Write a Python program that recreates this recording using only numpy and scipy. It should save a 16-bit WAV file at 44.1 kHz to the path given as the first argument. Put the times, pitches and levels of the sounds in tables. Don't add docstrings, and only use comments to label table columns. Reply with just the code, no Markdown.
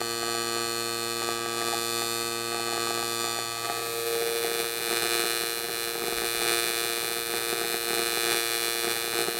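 import sys
import numpy as np
from scipy import signal
from scipy.fft import rfft, irfft, next_fast_len
from scipy.io import wavfile
from scipy.ndimage import map_coordinates

SR = 44100
rng = np.random.default_rng(int(sys.argv[2]) if len(sys.argv) > 2 else 0)


def inscribe(sig):
    pcm = np.round(np.clip(np.atleast_2d(sig).T, -1, 1) * 32767)
    wavfile.write(sys.argv[1], SR, pcm.astype(np.int16))


N = 414099
TIME = np.arange(N) / SR
GRID_HZ = np.maximum(np.fft.rfftfreq(8192, 1 / SR), 1)
ARC_HZ = 116.172


def from_db(db):
    return 10 ** (np.asarray(db) / 20)


def rms_one(x):
    return x / np.sqrt(np.mean(x ** 2) + 1e-20)


def curves(rows, times):
    s, *columns = np.transpose(rows)
    return [np.interp(times, s, column) for column in columns]


def spectrum_db(points):
    hz, db = np.transpose(points)
    return np.interp(np.log(GRID_HZ), np.log(hz), db)


def butter(x, hz, kind, order):
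    sos = signal.butter(order, min(hz, .45 * SR), kind, fs=SR, output="sos")
    return signal.sosfilt(sos, x + 1e-18)


def wander(times, per_s):
    knots = rng.standard_normal(1024)
    return map_coordinates(knots, [times * per_s], order=3, mode="wrap")


def swell(at_s, width_s):
    return np.exp(-((TIME - at_s) / width_s) ** 2)


def response(db):
    cepstrum = irfft(np.log(from_db(db)))
    half = len(cepstrum) // 2
    cepstrum[1:half] *= 2
    cepstrum[half + 1:] = 0
    impulse = irfft(np.exp(rfft(cepstrum)))[:half]
    return impulse / np.linalg.norm(impulse)


def through(x, impulse):
    return signal.fftconvolve(x, impulse)[:N]


def clicks(times, sizes, size=N):
    at = np.asarray(times)[:, None] * SR
    taps = np.floor(at).astype(int) + np.arange(-5, 7)
    shape = np.sinc(taps - at) * np.sinc((taps - at) / 6)
    weights = shape * np.asarray(sizes)[:, None]
    inside = (taps >= 0) & (taps < size)
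    return np.bincount(taps[inside], weights[inside], size)


def workshop_air():
    # frequency in Hz, relative density in dB per Hz.
    air_colour = [(20, -9), (50, -6.5), (90, -6.5), (250, -5), (1000, -5), (4000, -10), (16000, -16.5)]
    level_db = -45
    return from_db(level_db) * through(rng.standard_normal(N), response(spectrum_db(air_colour)))


def workshop(x):
    t60_s, room_db = .3, -21
    age = TIME[:SR // 2]
    decay = from_db(-60 * age / t60_s) * (age > .006)
    tail = butter(rng.standard_normal(len(age)) * decay, 7400, "low", order=1)
    return from_db(room_db) * through(x, tail / np.linalg.norm(tail))


def bumps(hz, t60_s):
    # start in seconds, starting amplitude of the ring in dB.
    mount_bumps = [(6.128, -46), (6.168, -44), (6.27, -48), (6.37, -45)]
    bump_s, bump_db = np.transpose(mount_bumps)
    age = TIME[:SR // 2]
    ring = np.sin(2 * np.pi * hz * age) * from_db(-60 * age / t60_s)
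    return through(clicks(bump_s, from_db(bump_db)), ring)


def sputter(times):
    # bout start in seconds, end in seconds, puff gain in dB ahead of the place's own gain.
    bouts = [(0.213, 0.65, -43.5), (1.21, 1.535, -46), (1.55, 1.81, -43), (1.96, 2.04, -49),
             (2.507, 3.048, -44.5), (3.172, 3.41, -46.5), (3.623, 3.855, -42.5), (4.11, 4.673, -44),
             (4.86, 5.252, -38), (5.917, 6.27, -39.5), (6.412, 6.6, -39.5), (7.31, 7.653, -39),
             (7.88, 8.084, -39), (8.245, 8.364, -36.5), (8.846, 8.91, -33), (9.142, 9.282, -32)]
    edge_s = 0.054
    gain = 0
    for start, end, db in bouts:
        edge = np.minimum(times - start, end - times) / edge_s
        gain = gain + from_db(db) * np.clip(edge + .5, 0, 1)
    return gain


def unrest(times):
    full_bout_db = -36.5
    return sputter(times) / from_db(full_bout_db)


def pool(cycles, colour, calm_db, sputter_db, loud_db, spread_db, outward, scatter_s):
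    # start in seconds, level over one cycle in dB ahead of loud_db and the dulling.
    loud_pops = [(0.015, -31), (0.23, -36), (0.566, -36), (1.219, -33), (1.289, -31), (1.461, -35),
                 (1.616, -35), (1.685, -34), (1.736, -34), (2.02, -35), (2.597, -35), (2.726, -35),
                 (2.778, -33), (2.872, -35), (2.907, -32), (3.027, -35), (3.243, -34), (3.388, -31),
                 (3.699, -35), (4.446, -31), (4.601, -33), (5.955, -32), (6.021, -32), (6.039, -31),
                 (6.125, -33), (6.219, -31), (6.417, -33), (7.339, -29), (7.528, -29), (7.614, -29),
                 (7.743, -29), (7.906, -31), (7.932, -30), (7.993, -30), (8.173, -30), (8.845, -31),
                 (8.871, -32), (9.284, -31)]
    runs_per_s = 45
    repeat_gain = 0.17
    count = len(cycles)
    runs = from_db(spread_db * np.tanh(wander(cycles, runs_per_s)))
    sizes = rms_one((outward + rng.standard_normal(count)) * runs)
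    sizes = 3 * np.tanh(sizes / 3)
    sizes = sizes * np.hypot(from_db(calm_db), from_db(sputter_db) * sputter(cycles))
    puffs = clicks(cycles + 0.00093 + scatter_s * rng.standard_normal(count), sizes)
    pop_s, pop_db = np.transpose(loud_pops)
    pop_sizes = from_db(pop_db + loud_db)
    pops = clicks(pop_s, pop_sizes) + clicks(pop_s + 1 / ARC_HZ, repeat_gain * pop_sizes)
    dulled = butter(butter(puffs + pops, 2900, "low", order=2), 75, "high", order=2)
    return through(dulled, response(spectrum_db(colour))) * np.sqrt(SR / ARC_HZ)


def snaps(cycles, reverse_s, reverse_gain, calm_flutter_db, bout_flutter_db):
    root_drift_s, root_jitter_s_per_db = 1e-5, 3e-6
    fizz_decay_s, fizz_db = .0022, -16.5
    count = len(cycles)
    flutter_db = calm_flutter_db + bout_flutter_db * unrest(cycles)
    chance = 0.69 * wander(cycles, per_s=60) + 0.37 * rng.standard_normal((2, count))
    sizes = from_db(flutter_db * chance)
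    late_s = root_drift_s * wander(cycles, per_s=2.054)
    late_s = late_s + root_jitter_s_per_db * flutter_db * rng.standard_normal(count)
    first = butter(clicks(cycles, sizes[0]), 7000, "low", order=1)
    second = clicks(cycles + reverse_s + late_s, reverse_gain * sizes[1])
    second = butter(second, 2500, "high", order=1)
    age = (TIME - cycles[0]) % (1 / ARC_HZ)
    fizz = butter(rng.standard_normal(N) * np.exp(-age / fizz_decay_s), 5800, "high", order=1)
    return -rms_one(first + second) + from_db(fizz_db) * rms_one(fizz)


def scatter(x, gain, size):
    loop = np.zeros(size + 1)
    loop[0], loop[-1] = 1, np.clip(gain, -.97, .97)
    return signal.lfilter(loop[::-1], loop, x)


def surroundings(x, colour, modes, echoes):
    db = spectrum_db(colour)
    for hz, width_hz, gain_db in modes:
        db = db + gain_db / (1 + (2 * (GRID_HZ - hz) / width_hz) ** 2)
    delays_s, gains = np.transpose(echoes)
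    echoed = x + through(x, clicks(delays_s, gains, size=512))
    return rms_one(butter(through(echoed, response(db)), 76, "high", order=2))


def glove(x, gain, delay_s, sway_s):
    delay = delay_s + sway_s * wander(TIME, per_s=1.747)
    return x + gain * map_coordinates(x, [(TIME - delay) * SR], order=3)


def bench(x, hand_echo_gain):
    bounced = scatter(x, gain=0.95, size=113)
    return glove(bounced, hand_echo_gain, delay_s=0.000805, sway_s=.00006)


def play_buzz(x, registers, hum_db, boom_db):
    # time in seconds, force of the arc in dB, which rises and falls with its length.
    arc_force = [(0.0, -34), (0.13, -32.5), (1.31, -32), (1.44, -38), (1.67, -29.5), (2.14, -28),
                 (2.38, -34), (3.24, -29), (3.56, -36.5), (4.63, -32.5), (4.71, -34), (5.05, -29.5),
                 (5.36, -30), (5.7, -36.5), (5.73, -32.5), (5.88, -33), (5.93, -37), (6.49, -28.5),
                 (7.03, -31.5), (7.22, -34), (7.74, -31.5), (7.82, -33.5), (7.87, -31.5), (8.34, -29),
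                 (9.07, -32), (9.26, -31.5), (9.34, -34), (9.39, -32)]
    edges_hz = (170, 405, 630, 1690, 3400, 11500)
    hz = np.fft.rfftfreq(2 * next_fast_len(N // 2 + 1), 1 / SR)
    whole = rfft(x, 2 * (len(hz) - 1))
    below = [0] + [1 / (1 + (hz / edge) ** 24) for edge in edges_hz] + [1]
    force_db, = curves(arc_force, TIME)
    swing_db = force_db - force_db.mean()
    restless = unrest(TIME)
    swells_db = (0, hum_db, boom_db, 0, 0, 0, 0)
    out = 0
    for low, high, (level_db, share, bout_db), swell_db in zip(below, below[1:], registers, swells_db):
        band = rms_one(irfft(whole * (high - low))[:N])
        out = out + band * from_db(level_db + share * swing_db + bout_db * restless + swell_db)
    return out


def beside_torch(beat):
    # frequency in Hz, relative level of the snaps in dB.
    snap_colour = [(116, -14), (232, -15.5), (400, 4.5), (900, -15), (1400, -12), (4000, -11.5),
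                   (6000, -28), (9000, -15), (13000, -31), (16000, -33)]
    # resonance or dip in Hz, width in Hz, gain in dB.
    modes = [(574, 116, -10.2), (1055, 94, -9.0), (1159, 93, 5.9), (1393, 96, -15.0), (1558, 160, 10.4),
             (1732, 93, -6.7), (2248, 147, -13.2), (3841, 98, -10.5), (4374, 241, 8.0), (4868, 96, -7.5),
             (5536, 215, -6.9), (5696, 103, 6.5), (5929, 140, 4.0), (6510, 192, -9.6), (6962, 440, 5.5),
             (7536, 100, -7.0), (9125, 253, 5.7), (9403, 184, -6.3), (9924, 213, 8.3), (10564, 241, -5.9),
             (12337, 261, 5.9)]
    # echo delay in seconds, linear gain.
    echoes = [(0.000158, 0.5), (0.000851, 0.19), (0.002198, -0.15), (0.002823, -0.08)]
    # frequency in Hz, relative level of a pop in dB.
    pop_colour = [(60, -25.5), (200, -12), (290, -7.5), (390, 3.5), (460, -4.5), (570, -7), (720, 4.5),
                  (860, 0.5), (1030, -17.5), (1200, 0.5), (1400, -16.5), (1800, -9.5), (2500, -18.5),
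                  (3300, -24.5)]
    # base level in dB, share of the arc's swing, dB added by a full bout.
    registers = [(-49.5, .1, 0.5), (-39, 0.16, 4), (-41, 0.21, 1.2), (-38.5, 0.2, 5.5), (-41, 0.21, 4),
                 (-35, 0.59, 1.5), (-46, 1, -2.5)]
    cycles = beat + .00517
    arc = snaps(cycles, reverse_s=.001711, reverse_gain=1.2, calm_flutter_db=0.52, bout_flutter_db=1.2)
    arc = surroundings(scatter(arc, gain=.74, size=13), snap_colour, modes, echoes)
    dip_db = -8.5 * swell(at_s=3.7, width_s=0.37)
    buzz = play_buzz(bench(arc, hand_echo_gain=.2), registers, hum_db=dip_db, boom_db=dip_db)
    return buzz + pool(cycles, pop_colour, calm_db=-51, sputter_db=2.5, loud_db=2.0,
                       spread_db=10.5, outward=1.0, scatter_s=0.0002)


def beside_helmet(beat):
    # frequency in Hz, relative level of the snaps in dB.
    snap_colour = [(116.0, -9), (232.0, -15), (400.0, 23.5), (900.0, -15), (1400.0, -9), (4000.0, -8.5),
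                   (6000.0, -20), (9000.0, -12), (13000.0, -14.5), (16000.0, -26)]
    # resonance or dip in Hz, width in Hz, gain in dB.
    modes = [(406, 114, -7.1), (588, 146, -9.1), (1544, 137, 13.2), (2102, 97, 3.3), (2404, 117, 3.8),
             (3154, 333, -10.5), (3373, 104, 5.5), (3476, 105, -3.2), (4337, 198, 3.5), (4861, 163, -8.2),
             (5033, 135, 12.7), (5691, 93, 3.9), (6358, 150, 3.8), (6577, 194, -4.2), (6968, 90, -6.8),
             (9697, 325, 5.9), (10110, 356, -5.7), (11159, 271, -8.7), (11751, 139, -7.7),
             (12159, 181, 6.0), (12388, 242, -6.3)]
    # echo delay in seconds, linear gain.
    echoes = [(0.000423, -0.12), (0.000582, -0.14), (0.001762, 0.2), (0.002422, 0.09)]
    # frequency in Hz, relative level of a pop in dB.
    pop_colour = [(60.0, -20.5), (200.0, -4), (290.0, -9.5), (390.0, 7), (450.0, 0), (570.0, -14),
                  (720.0, 3.5), (860.0, -5.5), (1030.0, -21.5), (1200.0, -6.5), (1400.0, -9.5),
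                  (1800.0, -9.5), (2500.0, -11.5), (3300.0, -37.5)]
    # base level in dB, share of the arc's swing, dB added by a full bout.
    registers = [(-57.5, 0.78, 2.5), (-42.5, 0.98, 4), (-41, 0.34, 2.5), (-40.5, 0.96, 2.5),
                 (-37.5, 1.15, 1.3), (-34, 0.95, 1), (-39.6, 0.46, -0.5)]
    cycles = beat + .00362
    arc = snaps(cycles, reverse_s=.001721, reverse_gain=0.82, calm_flutter_db=0.98, bout_flutter_db=.8)
    arc = surroundings(scatter(arc, gain=.66, size=11), snap_colour, modes, echoes)
    boom_db = 10.5 * swell(at_s=4.2, width_s=0.44)
    buzz = play_buzz(bench(arc, hand_echo_gain=.12), registers, hum_db=0, boom_db=boom_db)
    return buzz + pool(cycles, pop_colour, calm_db=-42.5, sputter_db=-0.5, loud_db=-0.5,
                       spread_db=4.5, outward=0.22, scatter_s=0.00031)


def scene():
    fade_start_s, fade_end_s = 3.43, 4.27
    beat = np.arange(int(N / SR * ARC_HZ) + 1) / ARC_HZ
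    turn = np.interp(TIME, (fade_start_s, fade_end_s), (0, np.pi / 2))
    arc = np.cos(turn) * beside_torch(beat) + np.sin(turn) * beside_helmet(beat)
    return (arc + workshop(arc) + workshop_air() + bumps(hz=49, t60_s=0.25))[None]


def record(dry):
    cutoff_hz = 15800
    sos = signal.ellip(10, .1, 80, cutoff_hz, fs=SR, output="sos")
    return signal.sosfilt(sos, dry)


dry = scene()
out = record(dry)
inscribe(out)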